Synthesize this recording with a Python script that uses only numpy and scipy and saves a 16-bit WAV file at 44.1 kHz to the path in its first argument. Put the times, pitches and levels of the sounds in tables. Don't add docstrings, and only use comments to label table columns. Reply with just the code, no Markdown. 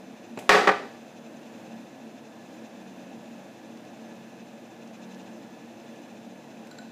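import sys
import numpy as np
from scipy import signal
from scipy.fft import rfft, irfft
from scipy.io import wavfile
from scipy.ndimage import uniform_filter1d, minimum_filter1d

SR = 44100
rng = np.random.default_rng(int(sys.argv[2]) if len(sys.argv) > 2 else 0)


def file_out(sig):
    cols = np.atleast_2d(sig).T
    lim = np.clip(cols, -1, 1)
    pcm = np.round(lim * 32767).astype(np.int16)
    wavfile.write(sys.argv[1], SR, pcm)


N = 304731

# f/Hz, level/dB, fade time/s
BLOCK_TONES = [(807, -3.5, 0.19), (1016, -3, 0.23), (1184, 7, 0.027), (1208, 9, 0.065), (1270, 1.5, 0.038),
               (1503, 3, 0.083), (1650, -7, 0.025), (1800, -15, 0.038), (1820, 9, 0.0089),
               (2045, -6, 0.078), (2350, -5.5, 0.058), (2650, -4, 0.02), (3390, -9, 0.082),
               (4170, -11, 0.081), (4610, -10, 0.046)]
# f/Hz, level/dB, fade time/s
BOARD_TONES = [(131, -13, 0.15), (184, -9.5, 0.062), (295, -6, 0.12), (409, -6, 0.09), (449, -2, 0.13),
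               (491, -4.5, 0.18), (568.5, -9, 0.26), (708, -2, 0.16), (807, -0.5, 0.03)]
# f/Hz, level/dB
CRACK_SPECTRUM = [(40, -47), (100, -42), (200, -3.5), (400, 4.5), (800, 2), (1300, 2), (2000, -1),
                  (3000, -2.5), (5000, -6), (7500, -8.5), (11000, -15.5), (15000, -17)]
# t/s, level/dB, treble cutoff f/Hz (higher for a harder edge)
BLOCK_HITS = [(.4926, 0.5, 4560), (0.515, -28, 1700), (0.527, -7.5, 1600), (0.5457, 0, 1000),
              (0.6731, 1, 1750), (0.6882, -1, 1570), (.712, -11.5, 1300)]
def block(level_db=14, room_fade_db_per_s=58, boards_fade_db_per_s=26):
    wood = undb(-1) * ring(BLOCK_TONES) + click(CRACK_SPECTRUM)
    boards = ring(BOARD_TONES)
    direct, into_room = np.zeros((2, N))
    tip_delays_s = 0.0053 + 0.00026 * rng.standard_normal(len(BLOCK_HITS))
    for (start_s, hit_db, cutoff_hz), tip_s in zip(BLOCK_HITS, tip_delays_s):
        elapsed_s = start_s - BLOCK_HITS[0][0]
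        thump = undb(-1 - boards_fade_db_per_s * elapsed_s) * boards
        edge = soften(wood, cutoff_hz)
        face = undb(-6.5) * soften(wood + thump, cutoff_hz=2120)
        for at_s, blow in (start_s, edge), (start_s + tip_s, face):
            hit = undb(level_db + hit_db) * blow
            add(direct, at_s, hit)
            add(into_room, at_s, undb(-room_fade_db_per_s * elapsed_s) * hit)
    clatter = nearby_echoes(direct, gap_s=0.0003, feedback=0.73)
    echo = undb(2.5) * room_echo(into_room, build_s=0.0017)
    return thin_bass(clatter + echo, cutoff_hz=139)


# f/Hz, level/dB
OVERLOAD_SPECTRUM = [(20, 1), (50, -10), (90, -12), (200, -30), (1000, -70)]
def overload_thump():
    thump = np.zeros(N)
    add(thump, BLOCK_HITS[0][0], undb(-7) * click(OVERLOAD_SPECTRUM))
    return thump


# f/Hz, level/dB
KNOCK_SPECTRUM = [(50, -19), (150, 17), (400, 15), (750, 13), (1500, -4), (2600, 2), (4500, -30),
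                  (7500, -23), (15000, -46)]
# f/Hz, level/dB
SNAP_SPECTRUM = [(200, -19), (1000, -4), (2500, 9), (4500, -5), (7000, -3), (10000, -6.5), (15000, -15)]
# t/s, knock level/dB, snap level/dB
BEAK_SLIPS = [(.3742, -6.5, -42), (0.3778, -24, -42), (0.382, -24, -38), (0.3896, -14.5, -15)]
# f/Hz, level/dB, fade time/s
GLASS_TONES = [(711, -1.5, 0.34), (1500, 0, 0.33), (1483, 6, 0.047), (4040, -0.5, 0.017),
               (4630, -6, 0.0035), (7300, -3.5, 0.011), (7480, -4, 0.021)]
# t/s, ring level/dB, snap level/dB
GLASS_TAPS = [(0.374, -18.5, -42), (6.671, -36, -28), (6.712, -17.5, -34), (6.785, -14, -42),
              (6.795, -47, -42)]
# f/Hz, level/dB
CLOSING_SPECTRUM = [(500, -33), (2500, 2), (4000, -2), (6300, -1), (8000, -10), (15000, -29)]
# t/s, level/dB
BEAK_CLOSINGS = [(3.773, -34), (3.85, -35), (4.875, -33), (5.146, -31.5), (5.800, -37)]
def beak():
    knock = click(KNOCK_SPECTRUM)
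    snap = click(SNAP_SPECTRUM)
    glass = ring(GLASS_TONES)
    closing = click(CLOSING_SPECTRUM)
    slips, taps = np.zeros((2, N))
    for at_s, knock_db, snap_db in BEAK_SLIPS:
        add(slips, at_s, undb(knock_db) * knock + undb(snap_db) * snap)
    for at_s, ring_db, snap_db in GLASS_TAPS:
        add(taps, at_s, undb(-3) * (undb(ring_db) * glass + undb(snap_db) * snap))
    for at_s, db in BEAK_CLOSINGS:
        add(taps, at_s, undb(db) * closing)
    echo = room_echo(undb(-2) * slips + undb(-6) * taps, build_s=0.00069)
    close_slips = nearby_echoes(slips, gap_s=0.0004, feedback=0.8)
    close_taps = nearby_echoes(taps, gap_s=0.00016, feedback=0.8)
    return thin_bass(close_slips + close_taps + echo, cutoff_hz=90)


# f/Hz, level/dB
AIR_SPECTRUM = [(20, -68), (45, -50), (85, -36), (125, -39), (250, -8.5), (410, -21.5), (560, -12),
                (780, -15.5), (1200, -28.5), (2800, -32), (4800, -39), (7100, -42), (8200, -45.5),
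                (15000, -50)]
# f/Hz, width/Hz, level/dB
HUM_PEAKS = [(114, 5.1, -69), (148, 15, -61.5), (189.6, 1.9, -56), (227.3, 9.2, -50.5), (266.3, 3.9, -57.5),
             (317, 6.9, -59), (341.8, 18.5, -57.5), (453.5, 21, -59.5), (1640, 270, -64.5),
             (1716, 5.4, -68)]
# f/Hz, width/Hz, level/dB
WHIRR_PEAKS = [(2572, 215, -63.5), (3540, 140, -70), (4010, 150, -72), (5340, 770, -71), (6190, 130, -70.5),
               (7010, 400, -71.5)]
def fan(air_db=-48.5, flutter_db=2.0, waver_db=0.46):
    hz = np.fft.rfftfreq(N, 1 / SR)

    def peak_power(peaks):
        return sum((undb(db) * unit(1 / (1 + ((hz - centre) / width) ** 2))) ** 2
                   for centre, width, db in peaks)

    def noise(power):
        return irfft(rfft(rng.standard_normal(N)) * np.sqrt(power * len(hz)), N)

    rush = undb(air_db) * unit(undb(read_curve(AIR_SPECTRUM, hz)))
    air = noise(rush ** 2 + peak_power(HUM_PEAKS))
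    whirr = noise(peak_power(WHIRR_PEAKS))
    whirr *= undb(flutter_db * wobble(rate_hz=13.5, spread_hz=5.6) - 1)
    return (air + whirr) * undb(waver_db * wobble(rate_hz=0, spread_hz=1.9))


# f/Hz, fade time/s
ROOM_FADES = [(100, 0.21), (250, 0.42), (600, 0.63), (1200, 0.41), (2200, 0.5), (4500, 0.59), (8000, 0.53),
              (15000, 0.43)]
def room_echo(x, build_s, bands=14):
    t = np.arange(SR) / SR
    hz = np.fft.rfftfreq(SR, 1 / SR)
    noise = rfft(rng.standard_normal(SR))
    centres = np.geomspace(ROOM_FADES[0][0], ROOM_FADES[-1][0], bands)
    tail = 0
    for centre, weights in zip(centres, np.eye(bands)):
        band = irfft(noise * read_curve(np.transpose([centres, weights]), hz), SR)
        tail = tail + band * fade(t, read_curve(ROOM_FADES, centre))
    build_up = 1 - np.exp(-t / build_s)
    return convolve(x, unit(tail * build_up))


def nearby_echoes(x, gap_s, feedback):
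    response = signal.unit_impulse(SR // 10)
    for k in range(4):
        lag = int(gap_s * SR * (np.pi / 2) ** k * (1 + rng.random() / 10))
        loop = np.r_[1, np.zeros(lag - 1), feedback * (-1) ** k]
        response = signal.lfilter(loop[::-1], loop, response)
    return convolve(x, response)


def ring(tones):
    t = np.arange(SR) / SR
    waves = [undb(db) * unit(np.cos(2 * np.pi * hz * t) * fade(t, fade_s)) for hz, db, fade_s in tones]
    return unit(sum(waves[::2]) - sum(waves[1::2]))


def click(spectrum, size=2048):
    gains = undb(read_curve(spectrum, np.fft.rfftfreq(size, 1 / SR)))
    cepstrum = irfft(np.log(gains))
    cepstrum[1:size // 2] *= 2
    cepstrum[size // 2 + 1:] = 0
    pulse = irfft(np.exp(rfft(cepstrum)))
    return np.pad(unit(pulse), (0, SR - size))


def soften(x, cutoff_hz):
    pole = np.exp(-2 * np.pi * cutoff_hz / SR)
    return signal.lfilter([(1 - pole) ** 2], [1, -2 * pole, pole ** 2], x)


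def thin_bass(x, cutoff_hz):
    return signal.sosfilt(signal.butter(3, cutoff_hz, "high", fs=SR, output="sos"), x)


def wobble(rate_hz, spread_hz):
    hz = np.fft.rfftfreq(N, 1 / SR)
    path = irfft(rfft(rng.standard_normal(N)) * np.exp(-((hz - rate_hz) / spread_hz) ** 2), N)
    return path / np.std(path)


def fade(t, fade_s):
    return np.exp(-np.log(1000) * t / fade_s)


def undb(db):
    return 10 ** (np.asarray(db) / 20)


def unit(x):
    return x / np.sqrt(np.sum(x ** 2))


def read_curve(points, hz):
    f, value = np.transpose(points)
    return np.interp(np.log(np.maximum(hz, 1)), np.log(f), value)


def convolve(x, response):
    return signal.fftconvolve(x, response)[:N]


def add(track, at_s, sound):
    start = int(at_s * SR)
    track[start:start + len(sound)] += sound[:N - start]


def limiter(x, ceiling, release_s):
    recovery = np.arange(N) / SR / release_s
    excess = np.log(np.maximum(np.abs(x) / ceiling, 1))
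    held = np.exp(np.maximum.accumulate(np.log(excess + 1e-12) + recovery, axis=-1) - recovery)
    gain = minimum_filter1d(np.exp(-held), size=45)
    return x * uniform_filter1d(gain, size=45)


def scene():
    return (block() + overload_thump() + beak() + fan())[None]


def record(dry, top_hz=15400):
    limited = limiter(dry, ceiling=0.75, release_s=0.025)
    rounded = limited / (1 + limited ** 6) ** (1 / 6)
    return signal.sosfilt(signal.ellip(10, 0.2, 70, top_hz, fs=SR, output="sos"), rounded)


dry = scene()
out = record(dry)
file_out(out)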